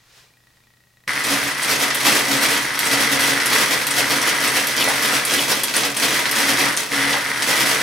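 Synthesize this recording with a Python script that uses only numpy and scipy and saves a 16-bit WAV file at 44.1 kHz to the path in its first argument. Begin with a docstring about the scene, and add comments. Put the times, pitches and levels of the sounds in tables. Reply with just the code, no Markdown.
"""An electric ball typewriter in a small room first idles, with a 120 Hz hum and a faint pulley tick, while
a sheet of paper is slid aside: sines, struck sines and filtered noise. Abruptly it is in full use: the drive
knocks about 70 times a second, keys snap, and bursts of impacts make each print cycle clack and clatter while
resonances boom as the case. Near the end the carriage runs back to the margin, and a few more print cycles
follow. Soft room air, filtered noise, lies under it all."""
import sys
import numpy as np
from scipy import signal
from scipy.fft import rfft, irfft
from scipy.io import wavfile
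from scipy.ndimage import uniform_filter1d

SR = 44100
rng = np.random.default_rng(int(sys.argv[2]) if len(sys.argv) > 2 else 0)


def put_to_file(sound):
    """Save the sound as 16-bit audio at rate SR, in the file named by the first command-line argument."""
    columns = np.atleast_2d(sound).T  # one column per channel
    safe = np.clip(columns, -1, 1)
    whole_steps = np.round(safe * 32767)
    wavfile.write(sys.argv[1], SR, whole_steps.astype(np.int16))


N = 344862
T = np.arange(N) / SR  # time of every sample, s
IDLE_END = 1.074  # s
KNOCK_HZ = 70.5  # steady turns of the drive per second, one knock each

# Levels and strengths in the event tables are relative: each layer adds its own trim.
# Print cycles. Each row: nominal time in seconds, clatter level in dB, case boom level in dB.
PRINT_CYCLES = [(1.327, -20, -26.5), (1.439, -23.5, -29.5), (1.713, -18, -32), (1.822, -17.5, -30.5),
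                (2.078, -16, -25.5), (2.17, -18, -31), (2.319, -18.5, -21), (2.438, -18.5, -38),
                (2.53, -19, -32), (2.942, -19, -24), (3.026, -20, -37), (3.136, -20.5, -24),
                (3.229, -18.5, -31), (3.3, -20, -25.5), (3.545, -18.5, -32), (3.624, -18.5, -43),
                (3.728, -19.5, -32), (3.823, -25, -34), (3.991, -19.5, -29), (4.127, -19.5, -26),
                (4.29, -20.5, -47.5), (4.454, -19, -30.5), (4.572, -18.5, -30), (4.715, -28, -52),
                (4.814, -18.5, -33), (4.895, -21.5, -27), (5.043, -18, -48), (5.14, -20, -28),
                (5.343, -18.5, -26), (5.413, -21, -38), (5.517, -17.5, -32.5), (5.595, -25.5, -63),
                (5.764, -20.5, -34), (5.854, -20.5, -28), (6.046, -17.5, -26), (6.154, -19, -40),
                (6.277, -27, -44), (6.407, -19, -29), (6.505, -18.5, -27), (6.619, -20.5, -24.5),
                (7.509, -18.5, -34), (7.618, -18.5, -30), (7.701, -19.5, -37)]
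# Key and latch snaps. Each row: start in seconds, strength in dB, ring of the latch in Hz.
KEY_SNAPS = [(1.239, 2, 8000), (1.6286, 6.5, 8460), (1.9468, 7, 12300), (2.7908, 8.5, 12600),
             (2.8538, 4.5, 8380), (3.459, 9, 11500), (3.868, 9, 12600), (3.909, 5, 8530), (4.2148, 6, 5900),
             (4.4785, 5, 8140), (4.67, 6.5, 12000), (4.886, 2, 11000), (5.2506, 8.5, 10900),
             (5.3312, 1, 9400), (5.6347, 10, 11940), (5.765, 8, 9470), (5.967, 5, 9400), (6.3127, 8, 11900),
             (6.7667, 6, 8900), (6.773, 6.5, 6200), (7.423, 2, 8600)]
# Hard blows of the ball and its links. Each row: start in seconds, strength in dB.
HARD_BLOWS = [(1.287, 2), (1.682, 6.5), (1.904, 8.5), (3.4006, 7), (4.1114, 6.5), (4.779, 6.5), (5.309, 8),
              (5.682, 5.5), (5.7395, 4), (5.834, 9), (6.0239, 8.5), (6.2557, 7), (7.129, 7), (7.422, 8.5)]
# Heavy blows through the frame, the last as the carriage meets the margin. 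Each row: start in seconds, strength in dB.
FRAME_THUMPS = [(3.516, 3.5), (4.875, 8), (7.142, 5.5)]
# Loudness of the drive's knocking. Each row: time in seconds, level in dB.
KNOCK_LOUDNESS = [(1.1, -25.5), (1.6, -28), (2.12, -26), (2.86, -25), (2.95, -22.5), (3.58, -23),
                  (3.8, -27), (4.3, -23), (4.75, -27), (5.18, -23), (5.27, -30.5), (5.94, -51),
                  (6.07, -28.5), (6.68, -21), (6.88, -44), (6.93, -21.5), (7.09, -21), (7.22, -27),
                  (7.8, -22.5)]
# The belt-driven shaft gains and loses as the load changes. Each row: time in seconds, lead in turns.
SHAFT_LEAD = [(1.07, -.05), (1.5, .1), (1.63, .35), (2.1, .35), (2.55, .05), (2.9, .48), (3.25, .02),
              (3.65, -.15), (4.15, -.02), (4.55, -.23), (4.75, -.02), (5.2, -.22), (6, .02), (6.65, -.08),
              (6.9, .14), (7.17, -.26), (7.42, .3), (7.8, .08)]
# The drive takes up slack with one much harder knock. 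Each entry: time in seconds.
SLACK_JOLTS = [1.078, 1.093, 1.162, 1.177, 1.43, 1.596, 2.008, 2.832, 4.254, 4.637, 6.919, 7.262, 7.316]
# The carriage runs back to the margin. One row: start in seconds, end in seconds.
CARRIAGE_RUN = (6.945, 7.13)
# Print cycles that set the steel rail ringing. Each row: time in seconds, level in dB.
RAIL_STRIKES = [(3.235, -27), (4.285, -31), (4.81, -25), (5.395, -25), (6.1, -26), (7.57, -27.5)]
# Modes of the rail. Each entry: frequency in Hz.
RAIL_MODES = [3030, 3200, 3390]
# Turns on which the idling pulley catches on its higher note. Each entry: time in seconds.
PULLEY_CATCHES = [.104, .27, .337, .637]
# The sliding sheet. Each row: time in seconds, level in dB.
PAPER_SLIDE = [(0, -62), (.09, -57), (.18, -49.5), (.36, -66), (.55, -62), (.8, -68)]
# Relative spectra of knock, clatter, snap, paper and air. Each row: frequency in Hz, density in dB per Hz.
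KNOCK_COLOUR = [(300, -8.5), (600, -15), (1250, -3), (1620, -1), (2000, 1), (2600, -11), (4400, -10.5),
                (5800, -13), (7500, -36), (9300, -11), (16000, -51)]
CLATTER_COLOUR = [(100, -1.5), (283, -3.5), (370, -7), (460, -4.5), (800, -8), (2000, -3.5), (3100, -6.5),
                  (5000, -6), (7300, -9.5), (9200, -7.5), (14400, -14.5), (16000, -21.5)]
SNAP_COLOUR = [(1500, -4), (3200, 1.5), (7200, -2.5), (9200, 4), (13000, -8), (16000, -13)]
PAPER_COLOUR = [(180, -30), (400, -6.5), (1700, -4), (5000, -4.5), (16000, -22)]
AIR_COLOUR = [(20, 1), (68, 6), (120, -1), (370, -5.5), (1500, -10), (16000, -14)]
# Resonances of case and table. Each row: frequency in Hz, width in Hz, relative level in dB.
CASE_MODES = [(77.4, 6.4, -20), (132.3, 10.6, -5.5), (203, 16, -13), (237.3, 9.8, -10), (280, 11.3, 4),
              (502.3, 15, -5.5), (537, 11, -5.5), (736, 18.5, -4)]
# Resonances of the metal frame. 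Each row: frequency in Hz, width in Hz, lift in dB.
FRAME_MODES = [(953, 40, 4.5), (1794, 28, 2.5), (1980, 40, 4), (3190, 290, 2.5), (5770, 190, 3)]
# Ring of machine and room. Each row: frequency in Hz, time to fall 60 dB in seconds.
RING_TIMES = [(200, 0.41), (1000, 0.37), (3000, 0.27), (8000, 0.17), (15000, 0.12)]
# Stereo width. Each row: frequency in Hz, side against mid in dB.
STEREO_WIDTH = [(60, -43), (250, -7.5), (500, -8), (2000, -8), (8000, -6.5), (12000, -7.5), (16000, -37)]


def strokes(mid_db=-3, bright_db=-6, body_db=-7.0, rise_s=0.028, fall_s=0.018, lead_s=0.0057, count=5):
    """Each print cycle is a burst of impacts: the ball tilts, turns, hits the platen and falls back."""
    rows, out = np.array(PRINT_CYCLES), np.zeros((2, N))
    for k in range(count):  # deal the cycles out to different links, each with its own ring
        s, db, _ = rows[k::count].T
        # root 2 turns the rise and fall of the amplitude into those of the power
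        power = swells(s - lead_s, db, rise_s / np.sqrt(2), fall_s / np.sqrt(2))
        impacts = np.sqrt(power) * grains(per_s=380, spread_db=2.0)
        out += amp(mid_db) * strike(impacts, CLATTER_COLOUR, wet_db=5, lo_hz=1630, hi_hz=6200)
        out += amp(bright_db) * strike(impacts, CLATTER_COLOUR, wet_db=3.5, lo_hz=8300)
        out += amp(body_db) * strike(impacts, CLATTER_COLOUR, wet_db=-1, lo_hz=250, hi_hz=1600)
    return out


def clacks(settle_s=0.0043, thump_s=0.0094):
    """The ball hits the platen or a link its stop: a sudden hard clack, or a duller thump, through the frame."""
    out = np.zeros((2, N))
    for s, db in HARD_BLOWS:
        add(out, s, amp(db) * strike(blow(settle_s), CLATTER_COLOUR, wet_db=2, lo_hz=800, hi_hz=6700))
    for s, db in FRAME_THUMPS:
        add(out, s, amp(db) * strike(blow(thump_s), CLATTER_COLOUR, wet_db=1, lo_hz=480, hi_hz=1520))
    return out


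def keys(snap_s=0.0085, lift_db=9, lift_width_hz=2800, ring_db=-8, ring_cycles=1100, spread=0.021, count=6):
    """A key trips its latch with a bright snap, and the latch rings on a few close modes of its own."""
    out, hz = np.zeros((2, N)), np.geomspace(200, 16000, num=120)
    for s, db, ring_hz in KEY_SNAPS:
        push = blow(snap_s)
        lift = lift_db / (1 + (2 * (hz - ring_hz) / lift_width_hz) ** 2)
        colour = read(SNAP_COLOUR, hz) + lift
        snap = strike(push, np.transpose([hz, colour]), wet_db=0, lo_hz=180)
        t = T[:len(push)]
        modes_hz = ring_hz * (1 + spread * rng.standard_normal(count))
        ring = sum(np.sin(2 * np.pi * f * t) for f in modes_hz)
        ring = ring * amp(-60 * t * ring_hz / ring_cycles)  # falls 60 dB in ring_cycles cycles
        snap[0] += amp(ring_db) * ring / np.linalg.norm(ring)
        add(out, s, amp(db) * snap)
    return out


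def drive(level_db=-6, ring_db=-5, knock_hz=2010, knock_s=0.00054, chatter_db=-3.5, jolt_db=3, count=3):
    """Knocks swing a stiff bracket, even under load and ragged when slack; the frame rings, loose parts chatter."""
    times = knock_times()
    size, late, seat = rng.standard_normal((len(times), 3)).T
    slack = np.clip((-19 - np.interp(times, *np.transpose(KNOCK_LOUDNESS))) / 7, .2, 1)  # quieter is slacker
    times = times + .0005 * slack * late
    size = amp(4 * slack * np.minimum(size, .9))
    level = knock_level()
    scale = level / np.sqrt(np.sum(size ** 2) / N)
    seat, t = np.argsort(seat) % count, T[:SR // 100]
    chatter = level * grains(per_s=500, spread_db=2)
    out = amp(chatter_db) * strike(chatter, KNOCK_COLOUR, wet_db=-21.5, lo_hz=397)
    for k in range(count):  # the bracket seats in different ways, each with its own pitch and ring
        knocks = scale * clicks(times, size * (seat == k))
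        jolts = amp(jolt_db) * clicks(SLACK_JOLTS[k::count], 0.96)
        hz = knock_hz * 1.02 ** (k - count / 2 + .5)
        swing = t * np.exp(-t / knock_s) * np.sin(2 * np.pi * hz * t)
        swing /= np.linalg.norm(swing)
        out[0] += signal.oaconvolve(amp(level_db) * knocks + jolts, swing)[:N]
        out += strike(amp(ring_db) * knocks + jolts / 2, KNOCK_COLOUR, wet_db=6, lo_hz=380)
    return out


def rattle(level_db=-5.5, count=2):
    """Springs and links shake all the while the machine is in use: scattered impacts through the frame."""
    level = amp(level_db) * rattle_level() / np.sqrt(count)
    out = np.zeros((2, N))
    for _ in range(count):
        impacts = level * grains(per_s=330, spread_db=4.0)
        out += strike(impacts, CLATTER_COLOUR, wet_db=4.5, lo_hz=232)
    return out


def rail(rise_s=.018, fall_s=0.028, return_db=-33, width_hz=190):
    """The steel rail rings under some print cycles and rattles while the carriage runs back along it."""
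    power = swells(*np.transpose(RAIL_STRIKES), rise_s, fall_s) + carriage(return_db)
    impacts = np.sqrt(power) * grains(per_s=500, spread_db=6.5)
    ring = evened(sum(resonate(impacts, hz, width_hz) for hz in RAIL_MODES)) * impacts.std()
    return np.array([ring, np.zeros(N)])


def case(level_db=-6.0, shake=1.87, steady_db=-34, side_db=-12, thud_db=-22):
    """Knocks and random jolts keep the hollow case droning; its lowest modes follow the load only partly."""
    push = evened(clicks(knock_times(), 1))
    load_db = case_load() + level_db
    low = amp(steady_db + 0.51 * (load_db - steady_db))
    out = low * amp(thud_db) * noise([(20, -6), (55, 3), (100, 5), (200, -28), (500, -43)])
    for hz, width, db in CASE_MODES:
        mode = resonate(push - push.mean() + shake * rng.standard_normal(N), hz, width)
        mode /= np.sqrt(abs(uniform_filter1d(mode ** 2, size=6000)) + 1e-4)  # hold the drone steady
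        side = amp(side_db) * resonate(rng.standard_normal(N), hz, width) + 0.067 * mode
        level = amp(load_db) if hz > 215 else low
        out += amp(db) * np.array([mode, side]) * level
    return out * (T > IDLE_END)


def idle(tick_db=-66, tick_hz=1902, catch_hz=2400, tick_t60=0.092,
         tap_db=-70, hum_db=-67, hum_hz=120, murmur_db=-69):
    """The motor hums and murmurs; its pulley ticks once a turn and now and then catches on a higher note."""
    times = np.arange(.0035, IDLE_END, 1 / 29.99)  # about 30 turns a second
    size = amp(2 * rng.standard_normal(len(times)))
    catch_turns = np.searchsorted(times, np.array(PULLEY_CATCHES) - .01)
    catches = np.isin(np.arange(len(times)), catch_turns)
    t, ring = T[:SR // 8], 0
    for hz, chosen in (tick_hz, ~catches), (catch_hz, 0.83 * catches):
        note = np.sin(2 * np.pi * hz * t) * amp(-60 * t / tick_t60)
        ring += signal.oaconvolve(clicks(times, size * chosen), note)[:N]
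    tap_colour = [(1000, -6), (2500, -4), (3200, -17), (3850, -3), (5000, -21)]
    taps = strike(clicks(times, size), tap_colour, wet_db=-18)
    share = np.sqrt(IDLE_END * SR / N)  # keeps tick and tap levels true over the idle alone
    body = share * amp(tick_db) * evened(ring)
    body += amp(hum_db) * evened(np.sin(2 * np.pi * hum_hz * T))
    body += amp(murmur_db) * resonate(rng.standard_normal(N), hz=148, width=90)
    return (body * [[1], [.15]] + share * amp(tap_db) * evened(taps)) * (T < IDLE_END)


def paper():
    """A sheet slides over the table: friction as coloured noise that swells and fades with the motion."""
    return noise(PAPER_COLOUR) * amp(follow(PAPER_SLIDE)) * (T < IDLE_END)


def air(level_db=-63):
    """The quiet of the room: steady, low-weighted noise."""
    return amp(level_db) * noise(AIR_COLOUR)


def knock_times():
    """One knock for every turn of the drive, as its shaft gains and loses."""
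    turns = KNOCK_HZ * T + follow(SHAFT_LEAD)
    return T[np.flatnonzero(np.diff(np.floor(turns)))]


def knock_level():
    """How hard the drive knocks, as a gain."""
    return amp(follow(KNOCK_LOUDNESS)) * (T > IDLE_END)


def rattle_level(loose_db=1.5, stroke_db=0.7, rise_s=0.069, fall_s=0.058,
                 key_db=-23, key_rise_s=0.00071, key_fall_s=0.095, return_db=-37):
    """The links shake with the knocks, around each print cycle, after each key and in the carriage return."""
    s, db, _ = np.transpose(PRINT_CYCLES)
    power = amp(follow(KNOCK_LOUDNESS) + loose_db) ** 2
    power += swells(s, db + stroke_db, rise_s, fall_s)
    power += swells(np.transpose(KEY_SNAPS)[0], key_db, key_rise_s, key_fall_s)
    power += carriage(return_db)
    return np.sqrt(power) * (T > IDLE_END)


def case_load(knock_db=-15, boom_db=-2.5, lag_s=0.0053, rise_s=0.025, fall_s=0.057, return_db=-29):
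    """Shaking of the case in dB: lightly by the knocks, heavily by print cycles and the carriage return."""
    s, _, db = np.transpose(PRINT_CYCLES)
    power = amp(follow(KNOCK_LOUDNESS) + knock_db) ** 2
    power += swells(s + lag_s, db + boom_db, rise_s, fall_s)
    power += carriage(return_db)
    return 10 * np.log10(power)


def carriage(db, start_s=0.02, stop_s=0.021):
    """Power of the carriage return: the clutch takes hold, pulls evenly and lets go."""
    start, end = CARRIAGE_RUN
    return swells([start], db, start_s, stop_s, hold_s=end - start)


def swells(times, db, rise_s, fall_s, hold_s=0):
    """Power of a motion that builds up to each time, may hold, and dies away."""
    power = np.zeros(N)
    for s, level in zip(times, amp(db) * np.ones(len(times))):
        near = slice(max(int((s - 4 * rise_s) * SR), 0), int((s + hold_s + 4 * fall_s) * SR))
        t = T[near] - s
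        rise = (np.minimum(t, 0) / rise_s) ** 2
        fall = (np.maximum(t - hold_s, 0) / fall_s) ** 2
        power[near] += level ** 2 * np.exp(-rise - fall)
    return power


def strike(impacts, spectrum, wet_db, lo_hz=20, hi_hz=20000, size=16384):
    """Impacts on one part: a direct click, then the dense ring of frame and room, as mid and side."""
    hz, t, z = signal.stft(rng.standard_normal((2, size)), SR, nperseg=256)
    decay = amp(-60 * t / read(RING_TIMES, hz)[:, None])
    tail = signal.istft(z * decay, SR, nperseg=256)[1][:, :size]
    tail /= np.linalg.norm(tail, axis=1, keepdims=True)
    tail[0] *= amp(wet_db)
    tail[0] += contact(size)
    tail[0] /= np.linalg.norm(tail[0])
    hz = abs(np.fft.fftfreq(size, 1 / SR))
    frame_db = sum(db / (1 + (2 * (hz - f) / w) ** 2) for f, w, db in FRAME_MODES)
    gain = amp(read(spectrum, hz) + frame_db)
    gain = gain / np.sqrt((1 + (lo_hz / (hz + 1)) ** 6) * (1 + (hz / hi_hz) ** 6))
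    # minimum phase: the colouring adds nothing before the blow
    colour = np.exp(np.conj(signal.hilbert(np.log(evened(gain) + 1e-5))))
    z = np.fft.fft(tail) * colour
    z[1] *= amp(read(STEREO_WIDTH, hz))
    return signal.oaconvolve(impacts[None], np.fft.ifft(z).real, axes=1)[:, :len(impacts)]


def contact(size, spread_s=0.0005985, count=40):
    """A click of even colour, each pitch delayed a little differently through the metal; energy 1."""
    delays = spread_s * (.5 + rng.exponential(1, count))
    delay = np.interp(np.linspace(0, count - 1, size // 2 + 1), np.arange(count), delays)
    return irfft(np.exp(-2j * np.pi * np.cumsum(delay) * SR / size))


def blow(fall_s, per_s=1800, size=8192):
    """The push of a part that lands at once and bounces to rest, energy 1."""
    bounces = rng.choice([-1., 1.], size) * (rng.random(size) < per_s / SR)
    push = bounces * np.exp(-T[:size] / fall_s)
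    push[0] = 2
    return push / np.linalg.norm(push)


def grains(per_s, spread_db):
    """Random impacts of uneven size, rms 1."""
    size = amp(spread_db * np.minimum(rng.exponential(1, N), 4)) * rng.choice([-1, 1], N)
    return evened(size * (rng.random(N) < per_s / SR))


def clicks(times, sizes):
    """A track of single impulses."""
    at = np.clip(np.round(np.asarray(times) * SR).astype(int), 0, N)
    return np.bincount(at, sizes * np.ones(len(at)), N + 1)[:N]


def resonate(x, hz, width):
    """A resonance with steep skirts, rms 1."""
    r = np.exp(-np.pi * width * np.sqrt(2) / SR) * np.exp(2j * np.pi * hz / SR)
    return evened(signal.lfilter([1], [1, -2 * r, r * r], x).real)


def noise(spectrum):
    """Coloured noise as mid and side, the mid at rms 1."""
    hz = np.fft.rfftfreq(N, 1 / SR)
    z = rfft(rng.standard_normal((2, N))) * amp(read(spectrum, hz))
    z[1] *= amp(read(STEREO_WIDTH, hz))
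    x = irfft(z, N)
    return x / x[0].std()


def amp(db):
    """Decibels to gain."""
    return 10 ** (np.asarray(db) / 20)


def evened(x):
    """Scales to rms 1."""
    return x / np.sqrt(np.mean(x ** 2) + 1e-20)


def read(points, hz):
    """Reads a curve over frequency on a log axis."""
    f, value = np.transpose(points)
    return np.interp(np.log(hz + 1), np.log(f + 1), value)


def follow(rows):
    """A curve over time, read at every sample."""
    return np.interp(T, *np.transpose(rows))


def add(mix, s, sound):
    """Mixes a sound in at a time in seconds."""
    part = mix[:, round(s * SR):][:, :sound.shape[1]]
    part += sound[:, :part.shape[1]]


def scene():
    """All sources as mid and side, turned to left and right."""
    working = strokes() + clacks() + keys() + drive() + rattle() + rail() + case()
    mid, side = working + idle() + paper() + air()
    return np.array([mid + side, mid - side])


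def record(dry, ceiling=0.95, edge_hz=15950):
    """Soft saturation rounds off the highest peaks, then a steep low-pass limits the band."""
    soft = ceiling * np.tanh(dry / ceiling)
    low_pass = signal.firwin(511, edge_hz, window=("kaiser", 9), fs=SR)
    return signal.oaconvolve(soft, low_pass[None], "same", axes=1)


dry = scene()
out = record(dry)
put_to_file(out)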